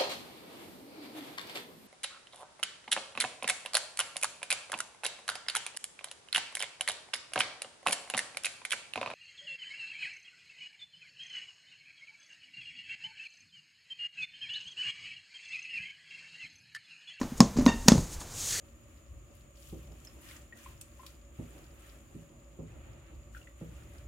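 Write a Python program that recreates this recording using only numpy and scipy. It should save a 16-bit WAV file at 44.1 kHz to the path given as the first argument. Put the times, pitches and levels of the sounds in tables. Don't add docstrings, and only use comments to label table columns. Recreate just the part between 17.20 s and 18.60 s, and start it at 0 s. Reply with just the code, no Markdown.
import sys
import numpy as np
from scipy import signal
from scipy.fft import rfft, irfft
from scipy.io import wavfile
from scipy.ndimage import uniform_filter1d

SR = 44100
rng = np.random.default_rng(int(sys.argv[2]) if len(sys.argv) > 2 else 0)


def how_loud(loudness_db):
    steps = np.asarray(loudness_db, float) / 20
    return 10 ** steps


def to_wav(s):
    ch = np.atleast_2d(s).T
    pcm = np.round(np.clip(ch, -1, 1) * 32767)
    wavfile.write(sys.argv[1], SR, pcm.astype(np.int16))


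N = 61739
FILTER_HZ = np.fft.rfftfreq(2048, 1 / SR)

# f/Hz, t60/s
ROOM_T60 = [(100, 0.078), (300, 0.34), (1000, 0.26), (3000, 0.34), (6000, 0.077), (10000, 0.12),
            (16000, 0.17)]
# f/Hz, level/dB
BOOM_TONE = [(100, 3), (300, -4), (600, 1), (1200, -4), (3000, -7)]
# f/Hz, level/dB
TAIL_TONE = [(300, -3.5), (1000, -4.5), (2000, -11.5), (3200, -13), (4800, -10), (6300, -8.5),
             (7600, -14.5), (10000, -25), (16000, -47)]
# f/Hz, level/dB per Hz
HUSH_TONE = [(25, -25), (80, 4), (140, -11), (250, -10), (900, -13), (3000, -22.5), (6500, -25.5),
             (16000, -31)]
# f/Hz, level/dB per Hz
SIDE_TONE = [(60, -6), (1000, -4.5), (6000, -6.5), (10000, -3), (15000, -2.5)]
# f/Hz, level/dB
SKEW_TONE = [(30, 14), (125, 4), (300, 8), (600, 7), (2000, 1), (5000, 1), (12000, -2)]
# t/s, level/dB
RUMBLE_LEVEL = [(0, -58), (.18, -48), (.21, -42), (.33, -56), (.4, -36), (.6, -41), (.64, -40), (.7, -40),
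                (.83, -34), (.9, -56), (.98, -34), (1.03, -78), (1.4, -77)]
# t/s, level/dB
RUB_LEVEL = [(0, -53), (.16, -63.5), (.181, -41), (.2, -60), (.45, -51), (.64, -48.5), (.77, -41.5),
             (.81, -42.5), (.89, -50), (.94, -39.5), (.957, -49), (.99, -56), (1.008, -41), (1.05, -53.5),
             (1.135, -44.5), (1.19, -36), (1.33, -29.5), (1.4, -33.5)]
# f/Hz, level/dB per Hz
RUB_TONE = [(300, -40), (600, -31), (1600, -24.5), (3600, -14.5), (5500, -11.5), (7000, -8), (10000, -15),
            (16000, -27)]
# f/Hz, half width/Hz, level/dB
CUP = [(1790, 410, 14.8), (4520, 230, 5.7), (405, 55, 27)]
# multiple of strap pitch, level/dB
STRAP_PARTIALS = [(1, 2), (2, 1), (3, -5), (4, -4), (5, -8), (6, -11), (7, -12), (8, -15), (9, -19),
                  (10, -26)]
# t/s, level/dB
STRAP_SWING = [
    (.467, -62),
    (.48, -34),
    (.499, -36.5),
    (.512, -69),
    (.524, -43.5),
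    (.556, -64),
    (.575, -65),
    (.62, -60),
    (.7, -110),
]
# t/s, f/Hz, level/dB, t60/s
PINGS = [
    (0.03, 4280, -40, 0.019),
    (0.2042, 2450, -22, 0.017),
    (0.206, 4440, -22, .018),
    (0.2051, 5200, -13, 0.022),
    (.4632, 3950, -26, 0.016),
    (0.6836, 1873, -17, 0.024),
    (.6838, 2420, -24, 0.017),
    (.7193, 3470, -24, 0.02),
]
# t/s, level/dB, t60/s, tilt/dB per octave (positive is brighter)
CRACKS = [(.0135, -28.5, 0.033, -4), (.031, -32.5, 0.03, -5.5), (.2045, -6.5, 0.0094, 2.5),
          (.367, -31, 0.019, -4), (0.371, -33.5, 0.049, -0.5), (0.386, -33.5, 0.093, -3.5),
          (.410, -36.5, 0.053, -3), (.4632, -16.5, 0.011, -2.5), (.468, -30, 0.02, 8),
          (.489, -32, 0.0067, 1), (0.677, -29, 0.1, -2), (.683, -1, 0.0064, 5),
          (0.7196, -15.5, 0.012, -0.7), (0.779, -27, 0.013, -0.5), (1.013, -36.5, 0.035, -4),
          (.6841, -4.5, 0.013, 0), (.6856, -6, 0.012, 1), (0.691, -20, 0.011, 4), (0.21, -22, 0.033, -1.5),
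          (.395, -36, 0.022, 2), (.455, -34.5, 0.036, 10), (0.416, -45, 0.1, 10), (0.475, -26, 0.069, -5),
          (0.4855, -29, 0.1, -5.5), (0.519, -47.5, 0.23, -6), (0.408, -28, .012, -8),
          (0.3839, -36, 0.022, 2), (0.775, -31, 0.019, -6)]
# f/Hz, level/dB per Hz
CRACK_TONE = [(500, -10), (1000, 0.5), (1500, -12), (2200, -10.5), (3200, -15.5), (4800, -11.5),
              (7000, -13), (16000, -29.5)]
# f/Hz, width/Hz, level/dB
RIM = [(1740, 200, -4.5), (4300, 860, -2), (5520, 260, -5), (6940, 116, 1.6)]
# t/s, level/dB, lid f/Hz, contact/ms, t60/s
THUMPS = [(0.0129, -20.5, 236, 1.38, 0.042), (0.0329, -31.5, 242, 1.3, 0.027),
          (0.052, -27.5, 229, 2.9, 0.031), (0.1182, -25, 230, 4.15, 0.062), (0.196, -28, 225, 2.6, 0.047),
          (0.2174, -40, 202, 1.7, 0.021), (0.225, -16.5, 208, 1.6, 0.036), (0.2422, -22, 191, 3.4, 0.038),
          (0.296, -39, 207, 4.7, 0.029), (0.359, -31, 204, 1.6, 0.18), (0.3716, -21, 186, 1.5, 0.067),
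          (0.3857, -17.5, 252.6, 1.47, 0.18), (0.4078, -19, 231, 2.3, 0.037), (0.4217, -24, 236, 2.3, 0.05),
          (0.4483, -9.5, 245, 7, 0.2), (0.4667, -9.5, 236, 1.24, 0.038), (0.4872, -17, 230.5, 2.77, 0.067),
          (0.54, -27, 230, 3.6, 0.2),
          (0.659, -28.5, 238, 2.6, 0.087),
    (0.708, -34, 207, 1.6, 0.085),
    (0.7359, -19, 204, 1.9, 0.038),
    (0.749, -24, 193, 1.66, 0.13),
    (0.756, -18.5, 181, 1.5, 0.12),
    (.777, -18, 121.2, 5.3, 0.091),
    (.792, -21.5, 163, 2.4, 0.056),
    (0.822, -32, 163, 3.8, 0.13),
    (1.011, -53, 307, 0.45, 0.017),
]
BLOW_TIMES = [.2045, .463, .6833, .719]
# level/dB, lid f/Hz, contact/ms, t60/s
BLOWS = [
    (-3.5, 204.7, 0.98, 0.069),
    (-12, 239, 0.53, 0.046),
    (-6, 198, 0.72, 0.062),
    (-4.5, 201, 1.11, 0.038),
]
# wall f/Hz, level/dB
BLOW_WALL = [
    (1080, 2.5),
    (1027, 0),
    (920, -3),
    (840, -11.5),
]
# multiple of lid pitch, level/dB, share of t60
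LID_MODES = [(1, 6.5, 0.7), (.82, -17.5, 1.8), (1.25, -2, 0.19), (2.3, -12, 0.76), (2.75, -16.5, 0.44),
             (3.3, -23.5, 1.1), (1.1, -9.5, 1.97), (.35, -16, 6.3)]
# multiple of wall pitch, level/dB, t60/s
WALL_MODES = [(1, 0.5, 0.019), (.76, -10, 0.023), (1.2, -18, 0.021), (1.4, -12.5, 0.033),
              (2.04, -0.5, 0.0085)]
# f/Hz, half width/Hz, level/dB
CAPSULE = [(6570, 550, 4.5), (11280, 320, -4)]

ROOM_DB, ROOM_CRACK_DB, STRAP_ROOM_DB = -11.5, -4.5, -7
TAIL_T60_S, TAIL_RISE_S, TAIL_TILT_SHARE = 0.27, 0.0096, 0.82
HUSH_DB, SIDE_DB, SKEW_DB = -47, -62, -34
WHINE_HZ, WHINE_DB = 12200, -71
RUMBLE_HZ = 61
RUB_TILT_DB = 0.03
RUB_FLICKER_DB, RUB_PATCH_DB = 0.56, -0.2
CUP_S, CUP_RISE_S = 1.284, 0.074
STRAP_S, STRAP_HZ = 0.43, 918.5
STRAP_SAG, STRAP_JITTER = 0.0077, 0.008
STRAP_WOBBLE_DB = 4.5
RIM_DB = -8
CRACK_RISE_S = 0.00003
LID_CUT_HZ = 225
CEILING, EDGE_HZ = 0.97, 15850


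def evened(x):
    return x / np.sqrt(np.mean(x ** 2) + 1e-20)


def read(points, hz):
    f, value = np.transpose(points)
    return np.interp(np.log(hz + 1), np.log(f + 1), value)


def curve(points, t):
    return np.interp(t, *np.transpose(points))


def add(mix, s, sound):
    part = mix[round(s * SR):][:len(sound)]
    part += sound[:len(part)]


def bells(peaks, hz):
    return sum(db / (1 + ((hz - f) / width) ** 2) for f, width, db in peaks)


def colour(x, db):
    cepstrum = irfft(np.log(how_loud(np.maximum(db, -100))))
    cepstrum = cepstrum * np.r_[1, 2 * np.ones(1023), 1, np.zeros(1023)]
    impulse = irfft(np.exp(rfft(cepstrum)))
    return signal.fftconvolve(x, impulse)[:len(x)]


def hiss(db_of):
    hz = np.fft.rfftfreq(512, 1 / SR)[:, None]
    t = np.arange(N // 128 + 5) * 128 / SR
    a, b = rng.standard_normal((len(t), 257, 2)).T
    gain = how_loud(db_of(hz, t)) * np.ones(a.shape)
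    return signal.istft(gain * (a + 1j * b), nperseg=512, noverlap=384)[1][:N]


def room(x):
    taps = np.zeros(SR // 2)
    at = np.arange(150, len(taps) - 12, 12)
    taps[at + rng.integers(0, 12, len(at))] = rng.choice([-1., 1.], len(at))
    hz, t, z = signal.stft(taps, SR, nperseg=256)
    decay = how_loud(-60 * t / read(ROOM_T60, hz)[:, None])
    tail = signal.istft(z * decay, SR, nperseg=256)[1]
    return signal.fftconvolve(x, tail / np.linalg.norm(tail))[:N]


def crack_tail(noise, db, t60, tilt_db):
    t = np.arange(len(noise)) / SR
    tilt = TAIL_TILT_SHARE * tilt_db * np.log2((FILTER_HZ + 200) / 5000)
    tone_db = read(TAIL_TONE, FILTER_HZ) + tilt + ROOM_CRACK_DB + 7.5
    wash = noise * np.minimum(t / TAIL_RISE_S, 1) * how_loud(-60 * t / TAIL_T60_S)
    return how_loud(db) * np.sqrt(t60 / TAIL_T60_S) * colour(wash, tone_db)


def quiet():
    hush = how_loud(HUSH_DB) * evened(hiss(lambda hz, t: read(HUSH_TONE, hz)))
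    whine = how_loud(WHINE_DB) * np.sin(2 * np.pi * WHINE_HZ * np.arange(N) / SR)
    return hush + whine


def rumble():
    band = signal.butter(2, [27, RUMBLE_HZ], "band", fs=SR)
    low = signal.lfilter(*band, rng.standard_normal(N))
    return how_loud(curve(RUMBLE_LEVEL, np.arange(N) / SR)) * evened(low)


def palms():
    hardest = max(db for s, db in RUB_LEVEL)
    frames = N // 128 + 5
    flicker = RUB_FLICKER_DB * rng.standard_normal(frames)
    patch = rng.standard_normal((frames, 257)).T
    patch = uniform_filter1d(uniform_filter1d(patch, 6, 0), 16, 1)
    patch = RUB_PATCH_DB * evened(patch)
    tone_power = how_loud(2 * read(RUB_TONE, np.fft.rfftfreq(512, 1 / SR)))
    norm = 10 * np.log10(np.mean(tone_power) * 400)

    def rub_db(hz, t):
        pressure = curve(RUB_LEVEL, t)
        tilt = RUB_TILT_DB * (hardest - pressure) * np.log2((hz + 300) / 7000)
        cup = np.clip((t - CUP_S) / CUP_RISE_S, 0, 1) * bells(CUP, hz)
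        return read(RUB_TONE, hz) - norm + pressure + flicker + patch + cup + tilt

    return hiss(rub_db)


def strap():
    t, out = np.arange(0, .3, 1 / SR), np.zeros(N)
    drifts = [evened(uniform_filter1d(uniform_filter1d(v, 220), 220))
              for v in rng.standard_normal((11, len(t)))]
    sag = STRAP_SAG * (np.exp(-t / 0.0415) - .4)
    turns = np.cumsum(STRAP_HZ * (1 + sag + STRAP_JITTER * drifts[-1])) / SR
    tone = np.zeros(len(t))
    for (k, db), drift in zip(STRAP_PARTIALS, drifts):
        tone += how_loud(db + STRAP_WOBBLE_DB * drift) * np.sin(2 * np.pi * (k * turns + rng.random()))
    add(out, STRAP_S, how_loud(curve(STRAP_SWING, t + STRAP_S)) * tone)
    return out


def ping(hz, db, t60):
    t = np.arange(2000) / SR
    return how_loud(db - 60 * t / t60) * np.sin(2 * np.pi * hz * t)


def crack(noise, db, t60, tilt_db):
    t = np.arange(len(noise)) / SR
    rim = sum(how_loud(d + RIM_DB) / np.sqrt(1 + (2 * (FILTER_HZ - f) / w) ** 2) for f, w, d in RIM)
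    tilt = tilt_db * np.log2((FILTER_HZ + 200) / 5000)
    tone_db = read(CRACK_TONE, FILTER_HZ) + 20 * np.log10(0.23 + rim) + tilt
    tone_db = tone_db - 10 * np.log10(np.mean(how_loud(2 * tone_db)))
    rise = np.minimum(t / (CRACK_RISE_S * how_loud(-db)), 1)
    return how_loud(db) * colour(noise * rise * how_loud(-60 * t / t60), tone_db)


def thump(db, hz, contact_ms, t60, wall_hz=900, wall_db=-19):
    t = np.arange(0, .25, 1 / SR)
    ring = np.zeros(len(t))
    for k, d, share in LID_MODES:
        ring += how_loud(d - 60 * t / (t60 * share)) * np.sin(2 * np.pi * k * hz * t)
    for k, d, ring_s in WALL_MODES:
        ring += how_loud(wall_db + d - 60 * t / ring_s) * np.sin(2 * np.pi * k * wall_hz * t)
    push = np.sin(np.pi * np.clip(t[:300] * 1000 / contact_ms, 0, 1)) ** 2
    pushed = np.convolve(ring, push / push.sum())[:len(t)]
    cut = signal.butter(2, LID_CUT_HZ * hz / 220, "high", fs=SR)
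    return how_loud(db) * signal.lfilter(*cut, pushed)


def scene():
    lid, rim = np.zeros(N), np.zeros(N)
    for s, *row in THUMPS:
        add(lid, s, thump(*row))
    for s, row, wall in zip(BLOW_TIMES, BLOWS, BLOW_WALL):
        add(lid, s, thump(*row, *wall))
    for (s, *row), noise in zip(CRACKS, rng.standard_normal((30, 3000))):
        add(rim, s, crack(noise, *row))
    for s, *row in PINGS:
        add(rim, s, ping(*row))
    buzz = strap()
    air = quiet()
    boom = colour(lid, read(BOOM_TONE, FILTER_HZ))
    echoes = room(how_loud(ROOM_DB) * boom + how_loud(STRAP_ROOM_DB) * buzz)
    mid = lid + rim + buzz + echoes + palms() + rumble() + air
    skew = np.convolve(mid, rng.standard_normal(300) / np.sqrt(300))[:N]
    skew = colour(skew, read(SKEW_TONE, FILTER_HZ))
    for (s, *row), noise in zip(CRACKS, rng.standard_normal((30, 12000))):
        add(mid, s, crack_tail(noise, *row))
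    side_hush = evened(hiss(lambda hz, t: read(SIDE_TONE, hz)))
    side = how_loud(SIDE_DB) * side_hush + how_loud(SKEW_DB) * skew
    return np.array([mid + side, mid - side])


def roll_off(x):
    return signal.sosfilt(signal.butter(12, 16460, fs=SR, output="sos"), x)


def record(dry):
    capsule_db = bells(CAPSULE, FILTER_HZ)
    heard = np.array([colour(x, capsule_db) for x in dry])
    soft = CEILING * np.tanh(heard / CEILING)
    edge = signal.firwin(255, EDGE_HZ, window=("kaiser", 8), fs=SR)
    mix = signal.oaconvolve(soft, edge[None], "same")
    return roll_off(mix)


dry = scene()
out = record(dry)
to_wav(out)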